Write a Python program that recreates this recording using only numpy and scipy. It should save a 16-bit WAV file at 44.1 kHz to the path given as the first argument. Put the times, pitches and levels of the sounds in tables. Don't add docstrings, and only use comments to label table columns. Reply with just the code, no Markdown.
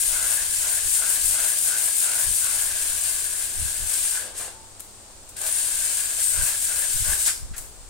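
import sys
import numpy as np
from scipy import signal
from scipy.fft import rfft, irfft, next_fast_len
from scipy.io import wavfile
from scipy.ndimage import uniform_filter1d

SR = 44100
rng = np.random.default_rng(int(sys.argv[2]) if len(sys.argv) > 2 else 0)


def wrap_up_sound(samples):
    columns = np.atleast_2d(samples).T
    tamed = np.clip(columns, -1, 1)
    steps = np.round(tamed * 32767).astype(np.int16)
    wavfile.write(sys.argv[1], SR, steps)


N = 347949
TIME = np.arange(N) / SR

# frequency_hz, gain_db
FAN_AIR_SPECTRUM = [(30, 7.5), (100, 6), (160, -6.5), (350, 0.5), (700, -1), (2000, -12.5), (3500, -11),
                    (4600, -10.5), (6000, -13), (7300, -15.5), (9000, -12.5), (11000, -26), (16000, -24)]
# pitch_hz, level_db
FAN_TONES = [(103, -59.5), (210, -64.5), (371, -65)]
# frequency_hz, gain_db
EDDY_SPECTRUM = [(30, 1.5), (70, -1), (120, -11), (180, -18), (300, -33.5), (800, -67)]
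# centre_s, level_db, half_length_s
DRAUGHT_PUFFS = [(0.152, -57, 0.064), (0.861, -49.5, 0.016), (1.285, -51.5, 0.03), (2.294, -45.5, 0.032),
                 (3.637, -43.5, 0.04), (3.83, -47, 0.03), (6.408, -44, 0.031), (6.955, -43.5, .012),
                 (7.021, -38, 0.0093), (7.104, -44, 0.025), (7.44, -47.5, 0.019), (7.521, -40, 0.013)]
# time_s, level_db
BREEZE_LEVEL = [(1.4, -45), (1.6, -65), (2.15, -72.5), (2.6, -43), (4.9, -51.5), (7.5, -42.5)]
# time_s, pitch_hz
WHINE_PITCH = [(4.6, 14200), (5.3, 14400), (7.4, 15100), (7.89, 14700)]
# start_s, level_db, pitch_hz, width_hz, decay_s
SOFT_CONTACTS = [(4.188, -42.5, 480, 230, 0.19), (4.393, -35.5, 557, 710, 0.053),
                 (4.477, -33, 590, 150, 0.0053), (4.48, -51.5, 888, 6.2, 0.12),
                 (5.402, -38, 630, 220, 0.07), (7.245, -33, 5060, 590, 0.064),
                 (7.276, -29, 1640, 1300, 0.019), (7.535, -40, 1620, 800, 0.027)]
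# start_s, level_db, decay_s
PAPER_SNAPS = [(3.901, -22, .003), (4.796, -28, .001), (4.801, -24, 0.00093), (4.805, -19.5, 0.00088),
               (4.812, -32, 0.0009), (5.29, -38.5, 0.02), (5.367, -34, .02), (5.415, -19, 0.0017),
               (5.462, -21, 0.022), (7.262, -29, 0.0072), (7.272, -16, 0.0056), (7.303, -22, 0.003),
               (7.563, -32.5, 0.064), (7.58, -28, 0.008)]
# time_s, pitch_hz, level_db
SQUEAL_COURSE = [(5.42, 9500, -70), (5.52, 9500, -33), (5.8, 9500, -44), (5.98, 8640, -43),
                 (6.15, 8300, -51), (6.3, 8400, -34), (6.5, 8400, -64.5)]
# start_s, end_s
CONTACT_BOUTS = [(0, 4.54), (5.36, 7.33)]
# pitch_hz, width_hz, gain_db
MOTOR_MODES = [(570, 120, -43), (668, 83, 8.5), (853, 250, -0.5), (1097, 260, 3.5), (1330, 170, -8),
               (2013, 440, 2.5), (2610, 290, 1)]
# frequency_hz, gain_db
GRIT_SPECTRUM = [(100, -14), (300, -18.5), (550, -10.5), (1200, -6), (2000, -2), (3000, 0.5), (5000, -1),
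                 (16000, -6.5)]
# time_s, pitch_hz
HISS_CENTRE = [(0.0, 9220), (0.98, 9060), (3.39, 9130), (4.55, 8820), (5.61, 9000), (6.06, 8900),
               (7.3, 8820)]
# twist_start_s, slide_length_s, twist_length_s, grip_lead_s, slide_swell_db, twist_swell_db, rasp_db
HAND_STROKES = [(0.2, 0.31, 0.214, 0.14, 2, 2, 5.5), (0.665, 0.18, 0.13, 0.088, 1.35, 2.5, 3.5),
                (1.035, 0.193, 0.15, 0.088, 3, 3, 4.5), (1.373, 0.2, 0.18, 0.085, 3, 2.5, 5.5),
                (1.73, 0.2, 0.18, 0.094, 4, 2.5, 5), (2.096, 0.221, 0.18, 0.094, 3, 2.5, 7),
                (2.481, 0.236, 0.24, 0.11, 3, 1.5, 3.5), (4.13, 0.2, 0.13, 0.023, 0.0, -1, 7),
                (6.375, 0.18, 0.16, 0.08, 3, 2.5, 5.4), (6.713, 0.17, 0.141, 0.061, 2.4, 2.5, 6),
                (7.037, 0.153, 0.13, 0.021, 1.6, 2.5, 8.5), (7.27, 0.11, 0.055, 0.01, 2.5, -1.5, 4)]
# time_s, level_db
PRESSURE_EASING = [(2.75, -25.5), (3.118, -26), (3.492, -29.5), (3.86, -29), (3.896, -24.5), (4.166, -25),
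                   (4.334, -48), (4.38, -31), (4.46, -34.5), (4.54, -55)]
PRESSURE_BEARING_ON = [(5.36, -48), (5.368, -37.5), (5.466, -25.5), (5.708, -26), (5.994, -25),
                       (6.064, -27.5), (6.2, -27)]
PRESSURE_PULLING_OFF = [(7.17, -25.5), (7.25, -24.5), (7.264, -18), (7.302, -21), (7.33, -35)]
# frequency_hz, left_db, right_db
PORT_RESPONSE = [(460, -2.5, -3), (1670, 2, 0.5), (3060, 1, 0.5), (5000, 4, 3), (5970, 5.5, 4),
                 (6790, 6, 12.5), (7570, 12.5, 15.5), (8180, 15.5, 9), (8780, 18, 3), (8640, 12.5, 0.5),
                 (10540, 13, 1.5), (12800, 8.5, -5.5), (16100, 4.5, -1)]


def from_db(db):
    return 10 ** (np.asarray(db) / 20)


def unit_rms(x):
    return x / np.sqrt(np.mean(np.abs(x) ** 2) + 1e-20)


def in_time(rows):
    times, *columns = np.transpose(rows)
    return [np.interp(TIME, times, column) for column in columns]


def ramp(start_s, length_s):
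    return np.clip((TIME - start_s) / max(length_s, 1e-3), 0, 1)


def bell(centre_s, half_length_s):
    return np.exp(-.5 * ((TIME - centre_s) / half_length_s) ** 2)


def drift(rate_hz):
    pole = np.exp(-2 * np.pi * rate_hz / SR)
    return unit_rms(signal.lfilter([1], [1, -2 * pole, pole * pole], rng.standard_normal(N + SR))[SR:])


def rolloff(order, corner_hz, kind="low"):
    return signal.butter(order, corner_hz, kind, fs=SR, output="sos")


def colour(x, spectrum):
    hz, db = np.transpose(spectrum)
    size = 2 * next_fast_len(N // 2 + SR // 8)
    grid_hz = np.maximum(np.arange(size // 2 + 1) * SR / size, 1)
    gain = from_db(np.interp(np.log(grid_hz), np.log(hz), db))
    cepstrum = irfft(np.log(gain))
    cepstrum[1:size // 2] *= 2
    cepstrum[size // 2 + 1:] = 0
    return irfft(rfft(x, size) * np.exp(rfft(cepstrum)))[..., :N]


def resonate(x, hz, width_hz):
    pole = np.exp(-np.pi * width_hz / SR)
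    feedback = [1, -2 * pole * np.cos(2 * np.pi * hz / SR), pole * pole]
    return signal.lfilter(np.array([1, 0, -1]) * (1 - pole * pole) / 2, feedback, x)


def gliding_resonance(x, hz, width_hz):
    carrier = np.exp(2j * np.pi * np.cumsum(hz) / SR)
    pole = np.exp(-np.pi * width_hz / SR)
    return (carrier * signal.lfilter([1], [1, -2 * pole, pole * pole], x / carrier)).real


def workshop(x, direct_db=-1.5, room_db=-8.0, t60_s=0.38, delay_s=0.012):
    age = TIME[:SR * 3 // 4]
    echoes = rng.standard_normal((2, len(age))) * from_db(-60 * age / t60_s) * (age > delay_s)
    echoes /= np.sqrt(np.sum(echoes ** 2, axis=1, keepdims=True))
    tail = signal.fftconvolve(x, echoes, axes=1)[:, :N]
    return from_db(direct_db) * x + from_db(room_db) * tail


def fan(air_db=-37.5, hum_db=-2.0, coherent_below_hz=900):
    low = signal.sosfilt(rolloff(1, coherent_below_hz), rng.standard_normal(N))
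    high = signal.sosfilt(rolloff(1, coherent_below_hz, "high"), rng.standard_normal((2, N)))
    hum = sum(from_db(db) * np.sqrt(2) * np.sin(2 * np.pi * hz * TIME + 0.39 * drift(2.7))
              for hz, db in FAN_TONES)
    return from_db(air_db) * colour(low + high, FAN_AIR_SPECTRUM) + from_db(hum_db) * hum


def draught(puff_db=16.0, breeze_db=1.0, lumpy_db=-3.0, lean_right_db=.5):
    level_db, = in_time(BREEZE_LEVEL)
    puffs = sum(from_db(db) * bell(centre_s, half_s) for centre_s, db, half_s in DRAUGHT_PUFFS)
    turbulence = rng.standard_normal((2, N)) * from_db(lumpy_db * np.array([drift(22), drift(22)]))
    eddies = unit_rms(colour(turbulence, EDDY_SPECTRUM))
    breeze = unit_rms(signal.sosfilt(rolloff(1, 65), eddies))
    rumble = from_db(puff_db) * puffs * eddies + from_db(level_db + breeze_db) * breeze
    return rumble * from_db([[-lean_right_db], [lean_right_db]])


def whine(whine_db=-71.0, flicker_db=3, jitter_hz=50, fade_s=.1):
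    hz, = in_time(WHINE_PITCH)
    envelope = from_db(whine_db + flicker_db * drift(12)) * ramp(WHINE_PITCH[0][0] - fade_s, fade_s)
    return envelope * np.sin(2 * np.pi * np.cumsum(hz + jitter_hz * drift(60)) / SR)


def knocks(knock_db=0.5):
    contacts = np.zeros(N)
    for start_s, db, hz, width_hz, decay_s in SOFT_CONTACTS:
        age = np.clip((TIME - start_s) / decay_s, 0, 30)
        envelope = np.exp(-age) - np.exp(-6 * age)
        contacts += from_db(db) * envelope * unit_rms(resonate(rng.standard_normal(N), hz, width_hz))
    return from_db(knock_db) * contacts


def grains(per_s, spread_db):
    sizes = from_db(spread_db * np.minimum(rng.exponential(1, N), 4)) * rng.choice([-1, 1], N)
    return unit_rms(sizes * (rng.random(N) < per_s / SR))


def scatter(clicks, direct_share, spread_s):
    decay = np.exp(-1 / (spread_s * SR))
    power = signal.lfilter([1 - decay], [1, -decay], clicks ** 2 + 1e-18)
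    diffuse = np.sqrt((1 - direct_share) * power) * rng.standard_normal((2, N))
    return np.sqrt(direct_share) * clicks + diffuse


def snaps(snap_db=-5.5):
    envelope = sum(from_db(db) * (TIME >= start_s) * np.exp(-np.clip((TIME - start_s) / decay_s, 0, 30))
                   for start_s, db, decay_s in PAPER_SNAPS)
    shower = scatter(envelope * grains(per_s=15000, spread_db=2.0), direct_share=0.19, spread_s=0.001)
    bright = colour(shower, [(200, -6), (1000, 0), (3000, -5), (8500, -0.5), (12000, -1.5)])
    return from_db(snap_db) * bright


def squeal(squeal_db=-4.0):
    hz, level_db = in_time(SQUEAL_COURSE)
    sounding = (TIME > SQUEAL_COURSE[0][0]) * (TIME < SQUEAL_COURSE[-1][0])
    band = unit_rms(gliding_resonance(rng.standard_normal((2, N)), hz, width_hz=340))
    return from_db(squeal_db + level_db) * sounding * band


def stroke_speed(start_s, length_s, peak_share):
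    return np.sin(np.pi * np.interp(TIME, start_s + length_s * np.array([0, peak_share, 1]), [0, .5, 1]))


def hand_motion(slide_bite=0.7, twist_bite=1.3, turn_dip_db=-1.5, turn_bite_db=-1.8, turn_s=0.032):
    swell_db, bite_db = np.zeros((2, N))
    for start_s, slide_s, twist_s, _, slide_db, twist_db, _ in HAND_STROKES:
        slide = slide_db * stroke_speed(start_s - slide_s, slide_s, peak_share=0.47)
        twist = twist_db * stroke_speed(start_s, twist_s, peak_share=0.76)
        turn_in, turn_out = bell(start_s, turn_s), bell(start_s + twist_s, turn_s)
        swell_db += slide + twist + turn_dip_db * turn_out
        bite_db += slide_bite * slide + twist_bite * twist + turn_bite_db * (turn_in + turn_out)
    return swell_db, bite_db


def hand_grip(close_s=.074, open_s=0.04, loose_db=-4.5, sag_db=1.8, slack_hz=-130, taut_hz=86):
    grip_db, bend_hz = np.zeros((2, N))
    for start_s, slide_s, twist_s, lead_s, _, _, rasp_db in HAND_STROKES:
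        closed = ramp(start_s - lead_s, close_s)
        wound = ramp(start_s, twist_s)
        loose = ramp(start_s - slide_s, open_s) * (1 - closed)
        tight = closed * (1 - ramp(start_s + twist_s - open_s / 2, open_s))
        grip_db += loose_db * loose + tight * (rasp_db - sag_db * (wound - .5))
        bend_hz += tight * (slack_hz * (1 - wound) + taut_hz * wound)
    return grip_db, bend_hz


def hand_echo(x, gain=0.56, path_s=.0028, sway_s=0.000511):
    echoes = [np.interp(TIME - (path_s + sway_s * drift(1.42)), TIME, side) for side in x]
    return x + gain * np.array(echoes)


def motor_ring(shake):
    return unit_rms(sum(from_db(db) * resonate(shake, hz, width_hz) for hz, width_hz, db in MOTOR_MODES))


def paper_rasp(shake, bend_hz, pitch_hz=1620, flare_db=1.8):
    ring = gliding_resonance(shake, pitch_hz + bend_hz, width_hz=360)
    return unit_rms(ring * from_db(flare_db * drift(15)))


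def grit_scratch(catches, clumps, hiss_db=-9.5):
    hiss_hz, = in_time(HISS_CENTRE)
    flutter = scatter(clumps * grains(per_s=5000, spread_db=4.0), direct_share=0.27, spread_s=0.00082)
    hiss = unit_rms(gliding_resonance(flutter, hiss_hz, width_hz=1980))
    grit = colour(scatter(catches, direct_share=0.35, spread_s=0.00084), GRIT_SPECTRUM)
    return hand_echo(grit + from_db(hiss_db) * hiss)


def stroke_tone(scratch, swell_db, bite_db, dull_db, grip_db,
                rest_grind_db=-1.1, rest_bite_db=2.0, firm_grip_db=4.5):
    grind = signal.sosfiltfilt(rolloff(2, 5000), scratch)
    sharp = signal.sosfiltfilt(rolloff(3, 10400, "high"), scratch)
    tilted = (scratch + grind * (from_db(rest_grind_db + dull_db - swell_db) - 1)
              + sharp * (from_db(rest_bite_db + bite_db - dull_db) - 1))
    low = signal.sosfiltfilt(rolloff(2, 1700), tilted)
    low_db = 0.57 * np.clip(grip_db - firm_grip_db, -12, 4)
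    return tilted + low * (from_db(low_db) - 1)


def stick_slip(chatter_db=-0.56, waver_db=0.8):
    in_bout = sum(1. * (TIME >= start_s) * (TIME < end_s) for start_s, end_s in CONTACT_BOUTS)
    touching = uniform_filter1d(in_bout, size=400)
    return touching * unit_rms(from_db(chatter_db * drift(220) + waver_db * drift(13)))


def sandpaper(scratch_db=-4.5, rasp_db=-21, motor_db=-22, firm_db=-29, throb_hz=13.8, throb_db=1.5):
    pressure_db, = in_time(np.vstack([PRESSURE_EASING, PRESSURE_BEARING_ON, PRESSURE_PULLING_OFF]))
    dull_db = 0.46 * np.maximum(firm_db - pressure_db, 0)
    swell_db, bite_db = hand_motion()
    grip_db, bend_hz = hand_grip()
    clumps = stick_slip()
    catches = clumps * grains(per_s=14000, spread_db=2.5)
    scratch = stroke_tone(grit_scratch(catches, clumps), swell_db, bite_db, dull_db, grip_db)
    shake = scatter(catches, direct_share=0.74, spread_s=0.0014)
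    ringing = from_db(rasp_db) * paper_rasp(shake, bend_hz) + from_db(motor_db) * motor_ring(shake)
    throb = np.sin(2 * np.pi * throb_hz * TIME + drift(0.75))
    body = from_db(grip_db + dull_db + throb_db * throb) * ringing
    return from_db(pressure_db) * (from_db(scratch_db + swell_db) * scratch + body)


def scene():
    return workshop(sandpaper() + squeal() + snaps() + knocks()) + fan() + whine() + draught()


def record(dry, cutoff_hz=15800):
    ports = np.array(PORT_RESPONSE)
    heard = np.array([colour(dry[0], ports[:, [0, 1]]), colour(dry[1], ports[:, [0, 2]])])
    return signal.sosfilt(signal.ellip(12, .1, 80, cutoff_hz, fs=SR, output="sos"), heard)


dry = scene()
out = record(dry)
wrap_up_sound(out)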